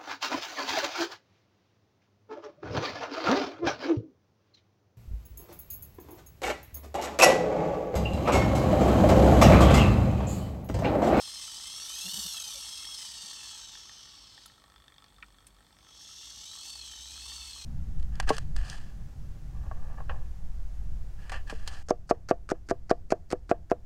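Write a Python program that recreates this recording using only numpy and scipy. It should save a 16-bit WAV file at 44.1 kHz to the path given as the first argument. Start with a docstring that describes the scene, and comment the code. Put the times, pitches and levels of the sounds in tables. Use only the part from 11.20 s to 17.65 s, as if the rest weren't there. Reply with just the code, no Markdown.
"""A small geared servo swings a robot arm on a workbench; its pinion whines and rasps through the housing,
while a holding servo ticks at every control pulse and the joints judder. The gears slow and sink almost away, a
hand-held lead clicks on the parts, and the whine picks up again, thin at first and then fuller. Throughout, two
frame modes drone and swell over a faint steady hum, room air and a thin servo hiss. Tones are drifting sines;
rasp, air and hiss are filtered noise; ticks are impulses ringing decaying modes."""
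import sys
import numpy as np
from scipy import signal
from scipy.fft import rfft, irfft
from scipy.io import wavfile
from scipy.ndimage import uniform_filter1d

SR = 44100
rng = np.random.default_rng(int(sys.argv[2]) if len(sys.argv) > 2 else 0)


def store_pcm(level_fs):
    """Save levels as 16-bit WAV."""
    pcm = np.round(np.clip(level_fs, -1, 1) * 32767).astype(np.int16)
    wavfile.write(sys.argv[1], SR, np.atleast_2d(pcm).T)


N = 284356
TIME = np.arange(N) / SR   # s
BINS = np.maximum(np.arange(N // 2 + 1) * SR / N, 1)   # Hz

# motor speed through the two moves: (time [s], speed [turns/s])
MOTOR_SPEED = [(0, 535), (.2, 526), (.33, 487), (.6, 556), (.8, 655), (.96, 757), (1.1, 712), (1.2, 650),
               (1.48, 533), (1.73, 540), (1.88, 487), (2.33, 425), (2.7, 315), (3.4, 225), (4.4, 220),
               (4.65, 330), (5.2, 362), (5.5, 453), (5.78, 378), (6.14, 457), (6.45, 408)]
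# tone bands of the pinion: (multiple of motor speed [1], first move [dB], second move [dB], smear [Hz])
PINION_ORDERS = [(4, -7, -23, 22), (5, -10.5, -7, 68), (6, -9.5, -2.5, 74), (8, -18, -8.5, 120),
                 (10, -6.5, -4, 110), (14, -20, -20, 910)]
# overall colour of the gearbox: (frequency [Hz], relative density [dB per Hz])
GEARBOX_COLOUR = [(300, -20.5), (600, -29.5), (850, -9.5), (1600, -13.5), (2300, -16), (2650, -7),
                  (3100, -1), (4700, 1.5), (6300, -1.5), (8600, -0.5), (10300, -7), (11500, -10.5),
                  (13500, -15.5), (16000, -20)]
# resonances (+) and dead spots (-) of the housing: (frequency [Hz], width [Hz], gain [dB])
HOUSING_MODES = [(2500, 44, -2.5), (3060, 77, 9.5), (3136, 120, -5), (3320, 61, 8.5), (3460, 62, -2),
                 (3560, 74, 3.5), (3850, 42, 7.5), (4047, 31, 12), (4060, 79, -16), (4176, 50, 9.5),
                 (4445, 68, 7), (4763, 177, -8), (4980, 130, 8.5), (5035, 57, -14.5), (5240, 57, 2),
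                 (5540, 290, 7.5), (6120, 58, 2.5), (6200, 183, 7.5), (6440, 120, 10), (6590, 150, -7.5),
                 (7230, 270, -6.5), (7420, 190, 4.5), (7920, 81, 6), (8800, 490, 1), (9470, 150, -9.5),
                 (9900, 200, -0.5), (10390, 470, -9), (11500, 650, 4.5), (13100, 170, 0), (14500, 240, 7)]
# hardest kicks of the holding servo: (time [s], level before KICK_RAISE_DB is added [dB])
HARD_KICKS = [(0.277, -44), (1.627, -48), (1.687, -45.5), (2.109, -43.5), (2.552, -42.5), (2.692, -45),
              (3.177, -45), (3.257, -47.5), (3.438, -49.5), (3.539, -50.5), (3.56, -48.5), (3.6, -54),
              (3.68, -50.5), (3.781, -49), (3.821, -49), (3.841, -48), (3.982, -52), (4.184, -54),
              (4.406, -53), (4.568, -53.5), (5.11, -47), (5.372, -50), (5.976, -38.5)]
# modes that the ticks ring: (frequency [Hz], relative level [dB], t60 [s])
TICK_MODES = [(806, -16, 0.038), (1125, -14.5, 0.063), (1310, -15, 0.033), (1820, -7, 0.011),
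              (2260, -15.5, 0.011), (2830, -51, 0.0079), (3277, -14.5, 0.049), (3510, -5, 0.016),
              (4300, -9, 0.0083), (5180, -2, 0.0026), (6300, -19, 0.0032), (8300, -16, 0.0083)]
# the lead and its plug knock on the parts: (time [s], level [dB], centre [Hz], width [octaves], t60 [s])
LEAD_CONTACTS = [(3.26, -43, 8700, 1, 0.017), (3.261, -66, 12200, 0.055, 0.098),
                 (4.025, -33.5, 2160, 0.78, 0.02), (4.0285, -42.5, 1320, 0.61, 0.037),
                 (4.268, -42, 9200, 0.19, 0.012), (4.268, -53, 4950, 2.5, 0.062)]
# the arm judders in its joints: (time [s], length [s], mean frequency [Hz], peak of fundamental [dB])
JOINT_JUDDERS = [(0.839, 0.066, 196, -46), (.925, 0.041, 183, -50.5), (0.965, 0.045, 197.5, -45.5),
                 (1.044, 0.035, 180, -47), (1.257, 0.042, 825, -57), (1.34, 0.053, 567, -56),
                 (2.031, 0.026, 185, -57)]
# low modes of the frame and bench: (mean frequency [Hz], resting level before wavering [dB])
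FRAME_MODES = [(49, -74.5), (62, -74.5)]
# the frame sways and one mode swells: (time [s], length [s], mean frequency [Hz], level before wavering [dB])
FRAME_SWAYS = [(.68, 0.15, 49, -59), (.92, 0.19, 62, -56.5), (1.16, .6, 62, -65.5), (3.893, 0.58, 49, -64),
               (5.008, 0.29, 62, -61), (5.497, 1, 62, -56.5), (5.878, 0.83, 49, -62)]
# faint steady hum: (frequency [Hz], level [dB])
STEADY_HUM = [(100, -88.5), (200, -83), (296, -82.5)]
# colour of the workshop's still air: (frequency [Hz], relative density [dB per Hz])
AIR_COLOUR = [(40, -6.5), (70, 4), (180, -4), (330, -8.5), (500, -11.5), (1100, -11.5), (2600, -18.5),
              (5000, -34), (7200, -22), (8800, -22.5), (10500, -28), (12000, -25.5), (15900, -29.5)]

WHEEL_TEETH, PINION_TEETH = 47, 10
CRUISE_SPEED = 500   # turns per s
SECOND_MOVE_S = 4
TONE_DB = -3.5   # tones against the rasp, at cruise
# gear level at cruise, and its rise per doubling of speed
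CRUISE_DB, DB_PER_OCTAVE = -43, 9
# between the moves the drive lets go and the gear sound sinks
RELEASE_S, RELEASE_FADE_S = 3.244, 0.23
ENGAGE_S, ENGAGE_FADE_S = 4.588, 0.38
PAUSE_LOSS_DB = 20
# in the second move the lower part of the gear sound builds up last
BUILD_UP_S, BUILD_UP_DB, BUILD_UP_EDGE_HZ = 1.56, 6.5, 2800
PULSE_RATE_HZ, FIRST_PULSE_S = 49.65, .0153
# tick level at cruise, and its rise per doubling of motor speed
TICK_DB, TICK_DB_PER_OCTAVE = -46.5, 7.5
KICK_RAISE_DB = 4
# as the first move dies away the servo hunts and its ticks grow
HUNT_FROM_S, HUNT_TO_S, HUNT_DB = 3.36, 3.9, 3.5
SWAY_FADE_S = .1
ROOM_DB = -66
CUTOFF_HZ = 15900


def gears(tone_rise_db=6, tone_top_hz=7100, runout=0.59, rasp_db=1.85, grain_db=2.5,
          bright_db=9, treble_hz=8400, second_bright_db=2.5):
    """Tooth meshing and sliding friction excite the housing; speed makes the sound purer and brighter."""
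    speed, octaves = motor()
    second = TIME > SECOND_MOVE_S   # after the pause the teeth bear on each other differently
    wheel_speed = speed * PINION_TEETH / WHEEL_TEETH
    wheel_turns = np.cumsum(wheel_speed * (1 + .004 * drift(30.8))) / SR
    # an off-centre wheel swings the pitch once a turn, which splits each tone into a cluster
    swing = runout * wheel_speed * np.sin(2 * np.pi * wheel_turns) / PINION_TEETH
    tones = np.zeros(N)
    for multiple, first_db, second_db, smear in PINION_ORDERS:
        order_gain = from_db(np.where(second, second_db, first_db))
        # backlash smears every tone into a narrow band
        tones += order_gain * smeared(multiple * (speed + swing), smear)
    # the plastic teeth soften the highest tones
    tones = low_pass(tones, tone_top_hz) * from_db(TONE_DB + tone_rise_db * octaves)
    sliding = rms_one(rng.standard_normal(N) * from_db(grain_db * drift(700)))
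    rasp = rms_one(sliding + worn_wheel(wheel_turns))
    excitation = (rasp + tones) * from_db(rasp_db * drift(62))
    sound = build_up(colour(housing(excitation), GEARBOX_COLOUR))
    # evened out, so that a tone crossing a resonance does not jump in level
    sound = sound / np.sqrt(uniform_filter1d(sound ** 2, size=1500))
    # faster teeth meet harder, which lifts the treble
    body = low_pass(sound, treble_hz)
    treble = (sound - body) * from_db(bright_db * octaves + second_bright_db * second)
    return from_db(gear_level(octaves)) * (body + treble)


def motor():
    """Pitch follows rotation: speed in turns per second, and in octaves relative to cruise."""
    times, speeds = np.transpose(MOTOR_SPEED)
    speed = np.interp(TIME, times, speeds)
    return speed, np.log2(speed / CRUISE_SPEED)


def smeared(hz, width):
    """Two slowly random quadratures blur a moving tone, which comes and goes as the teeth seat and unseat."""
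    phase = 2 * np.pi * np.cumsum(hz) / SR
    seating = from_db(2.5 * drift(9) - .7)
    return seating * (drift(width) * np.sin(phase) + drift(width) * np.cos(phase))


def worn_wheel(turns, size=200):
    """Surface flaws recur on every turn: periodicity makes a comb of fine lines that glide with speed."""
    flaws = signal.resample(rng.standard_normal(size), 10 * size)
    return rms_one(np.interp(turns, np.arange(len(flaws)) / len(flaws), flaws, period=1))


def housing(x):
    """Modal response: each resonance lifts its band, each dead spot cuts it."""
    response = 1
    for hz, width, db in HOUSING_MODES:
        detune, gain = 2j * (BINS - hz) / width, from_db(db / 2)
        response = response * (detune + gain) / (detune + 1 / gain)
    return irfft(rfft(x) * response, N)


def build_up(sound):
    """Loading extends the spectrum: the second move starts thin and fills out as the gears take the load."""
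    thin = (TIME > SECOND_MOVE_S) * (1 - ramp(ENGAGE_S, BUILD_UP_S) ** 2)
    low_part = low_pass(sound, BUILD_UP_EDGE_HZ)
    return sound + low_part * (from_db(-BUILD_UP_DB * thin) - 1)


def gear_level(octaves, slack_db=3.5, uneven_db=.5):
    """Level in dB follows speed, falls off faster when the teeth run slack, and sinks in the pause."""
    paused = ramp(RELEASE_S, RELEASE_FADE_S) * (1 - ramp(ENGAGE_S, ENGAGE_FADE_S)) ** 2
    slack = np.minimum(octaves, 0) ** 2   # grows below cruise speed
    level = CRUISE_DB + DB_PER_OCTAVE * octaves - slack_db * slack * (1 - paused)
    return level - PAUSE_LOSS_DB * paused + uneven_db * drift(9.2)


def ticks(spread_db=2.5, late_s=.0003, mode_spread_db=3.0, upper_share=0.81, rattle=0.13, rattle_s=0.0018):
    """Impulsive excitation: each control pulse jerks the holding servo's gears across their backlash."""
    pulse_s = np.arange(FIRST_PULSE_S, TIME[-1] - .01, 1 / PULSE_RATE_HZ)
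    chance = rng.standard_normal((len(pulse_s), 2))
    usual_db = tick_level(pulse_s)
    db = usual_db + spread_db * np.minimum(chance[:, 0], 1)
    for when, peak_db in HARD_KICKS:
        db[np.argmin(abs(pulse_s - when))] = peak_db + KICK_RAISE_DB
    at = ((pulse_s + late_s * abs(chance[:, 1])) * SR).astype(int)
    out, softest_db = np.zeros(N), usual_db.min()
    for k, (hz, mode_db, t60) in enumerate(TICK_MODES):
        # a harder kick lifts the modes above 3 kHz slightly less than the low ones
        share = 1 if hz < 3000 else upper_share
        strike_db = softest_db + share * (db - softest_db) + mode_db
        clicks = np.zeros(N)
        clicks[at] = from_db(strike_db + mode_spread_db * rng.standard_normal(len(at)))
        # the teeth rattle briefly after they meet
        settling = signal.lfilter([1], [1, -np.exp(-1 / (rattle_s * SR))], clicks + 1e-18)
        rattling = rattle * settling * rng.standard_normal(N)
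        out += ring((-1) ** k * clicks * 0.79 + rattling, hz, t60)   # neighbouring modes in opposite sign
    return out


def tick_level(s):
    """Impact strength grows with speed: usual level in dB of the ticks at times s."""
    _, octaves = motor()
    hunting = (s > HUNT_FROM_S) & (s < HUNT_TO_S)
    return TICK_DB + TICK_DB_PER_OCTAVE * np.interp(s, TIME, octaves) + hunting * HUNT_DB


def lead_clicks():
    """Damped contact: each light knock is a noise burst that dies quickly within its own band."""
    out = np.zeros(N)
    for s, db, hz, octaves, t60 in LEAD_CONTACTS:
        edges = np.minimum(hz * 2 ** (np.array([-.5, .5]) * octaves), .45 * SR)
        band_filter = signal.butter(2, edges, "band", fs=SR, output="sos")
        band = rms_one(signal.sosfilt(band_filter, rng.standard_normal(N)))
        attack = np.clip((TIME - s) * hz / 6, 0, 1)   # six cycles of the centre frequency
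        decay = np.exp(-np.log(1000) * abs(TIME - s) / t60)
        out += from_db(db) * band * attack * decay
    return out


def judders(waver=0.066, overtone_db=-17):
    """Stick-slip oscillation: a joint sticks and slips for some cycles, swelling and fading."""
    out, clock = np.zeros(N), np.cumsum(1 + waver * drift(68.0)) / SR
    for s, length, hz, db in JOINT_JUDDERS:
        swell = np.sin(np.pi * np.clip((TIME - s) / length, 0, 1))
        phase = 2 * np.pi * hz * clock
        overtones = sum(np.sin(k * phase) for k in (2, 3, 4))
        out += from_db(db) * swell * (np.sin(phase) + from_db(overtone_db) * overtones)
    return out


def hum(wander_hz=2.57, rest_waver_db=4, sway_waver_db=-1.5):
    """Structural modes: frame and bench drone, swelling when the frame sways, over a faint steady hum."""
    def drone(hz, db, waver_db):
        """A wandering sine models a mode of unsteady pitch and level."""
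        phase = 2 * np.pi * np.cumsum(hz + wander_hz * drift(7.94)) / SR
        return from_db(db + waver_db * drift(5)) * np.sin(phase)
    resting = sum(drone(hz, db, rest_waver_db) for hz, db in FRAME_MODES)
    swaying = np.zeros(N)
    for s, length, hz, db in FRAME_SWAYS:
        swell = ramp(s, SWAY_FADE_S) - ramp(s + length - SWAY_FADE_S, SWAY_FADE_S)
        swaying += drone(hz, db, sway_waver_db) * swell
    steady = sum(from_db(db) * np.sin(2 * np.pi * hz * TIME) for hz, db in STEADY_HUM)
    return np.sqrt(2) * (resting + swaying + steady)   # levels are rms


def background(sing_hz=8200, sing_width=1000, sing_db=-78, flicker_db=2):
    """Filtered noise: room air, and the thin, high, flickering hiss of the powered servos."""
    air = from_db(ROOM_DB) * rms_one(colour(rng.standard_normal(N), AIR_COLOUR))
    sing = resonance(rng.standard_normal(N), sing_hz, sing_width)
    sing = resonance(sing, sing_hz, sing_width)
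    return air + from_db(sing_db + flicker_db * drift(40)) * rms_one(sing)


def workshop(x, t60=0.071, wet_db=-11):
    """Diffuse reverberation: dense, short reflections from the bench and the arm's own plates."""
    t = TIME[:SR // 2]
    tail = rng.standard_normal(len(t)) * np.exp(-np.log(1000) * t / t60) * (t > .002)
    return x + from_db(wet_db) * signal.fftconvolve(x, tail / np.linalg.norm(tail))[:N]


def from_db(db):
    """Logarithmic level: decibels to amplitude gain."""
    return 10 ** (np.asarray(db) / 20)


def rms_one(x):
    """Effective value: scale to unit rms."""
    return x / np.sqrt(np.mean(x ** 2) + 1e-20)


def ramp(start, length):
    """Linear fade: rises from 0 to 1 over `length` seconds."""
    return np.clip((TIME - start) / length, 0, 1)


def drift(rate, size=16):
    """Low-passed noise: slow chance with unit rms that changes about `rate` times a second."""
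    pole, run_in = np.exp(-2 * np.pi * rate * size / SR), 1000
    noise = rng.standard_normal(N // size + run_in + 2)
    slow = signal.lfilter([1], [1, -2 * pole, pole * pole], noise)[run_in:]
    return rms_one(np.interp(np.arange(N) / size, np.arange(len(slow)), slow))


def colour(x, spectrum):
    """Spectral weighting by (frequency [Hz], gain [dB]) points, falling away below the first."""
    hz, db = np.transpose(spectrum)
    gain = from_db(np.interp(np.log(BINS), np.log(hz), db)) * np.minimum(BINS / hz[0], 1) ** 2
    return irfft(rfft(x) * gain, N)


def low_pass(x, hz):
    """Zero-phase filtering: a smooth roll-off above hz."""
    return irfft(rfft(x) / (1 + (BINS / hz) ** 12), N)


def resonance(x, hz, width):
    """Damped resonator: a band-pass with gain 1 at its centre."""
    r = np.exp(-np.pi * width / SR)
    zeros = np.array([1, 0, -1]) * (1 - r * r) / 2
    return signal.lfilter(zeros, [1, -2 * r * np.cos(2 * np.pi * hz / SR), r * r], x)


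def ring(clicks, hz, t60):
    """Free decay: a unit click sets a sine of initial height 1 ringing."""
    r, w = np.exp(-np.log(1000) / (t60 * SR)), 2 * np.pi * hz / SR
    return signal.lfilter([0, np.sin(w)], [1, -2 * r * np.cos(w), r * r], clicks + 1e-18)


def scene():
    """Superposition: the arm's sounds with their reflections, over the hum and quiet room."""
    arm = workshop(gears() + ticks() + lead_clicks())
    return (arm + judders() + hum() + background())[None]


def record(dry):
    """Band limiting: an elliptic low-pass cuts the top steeply."""
    return signal.sosfilt(signal.ellip(10, .1, 70, CUTOFF_HZ, fs=SR, output="sos"), dry)


dry = scene()
out = record(dry)
store_pcm(out)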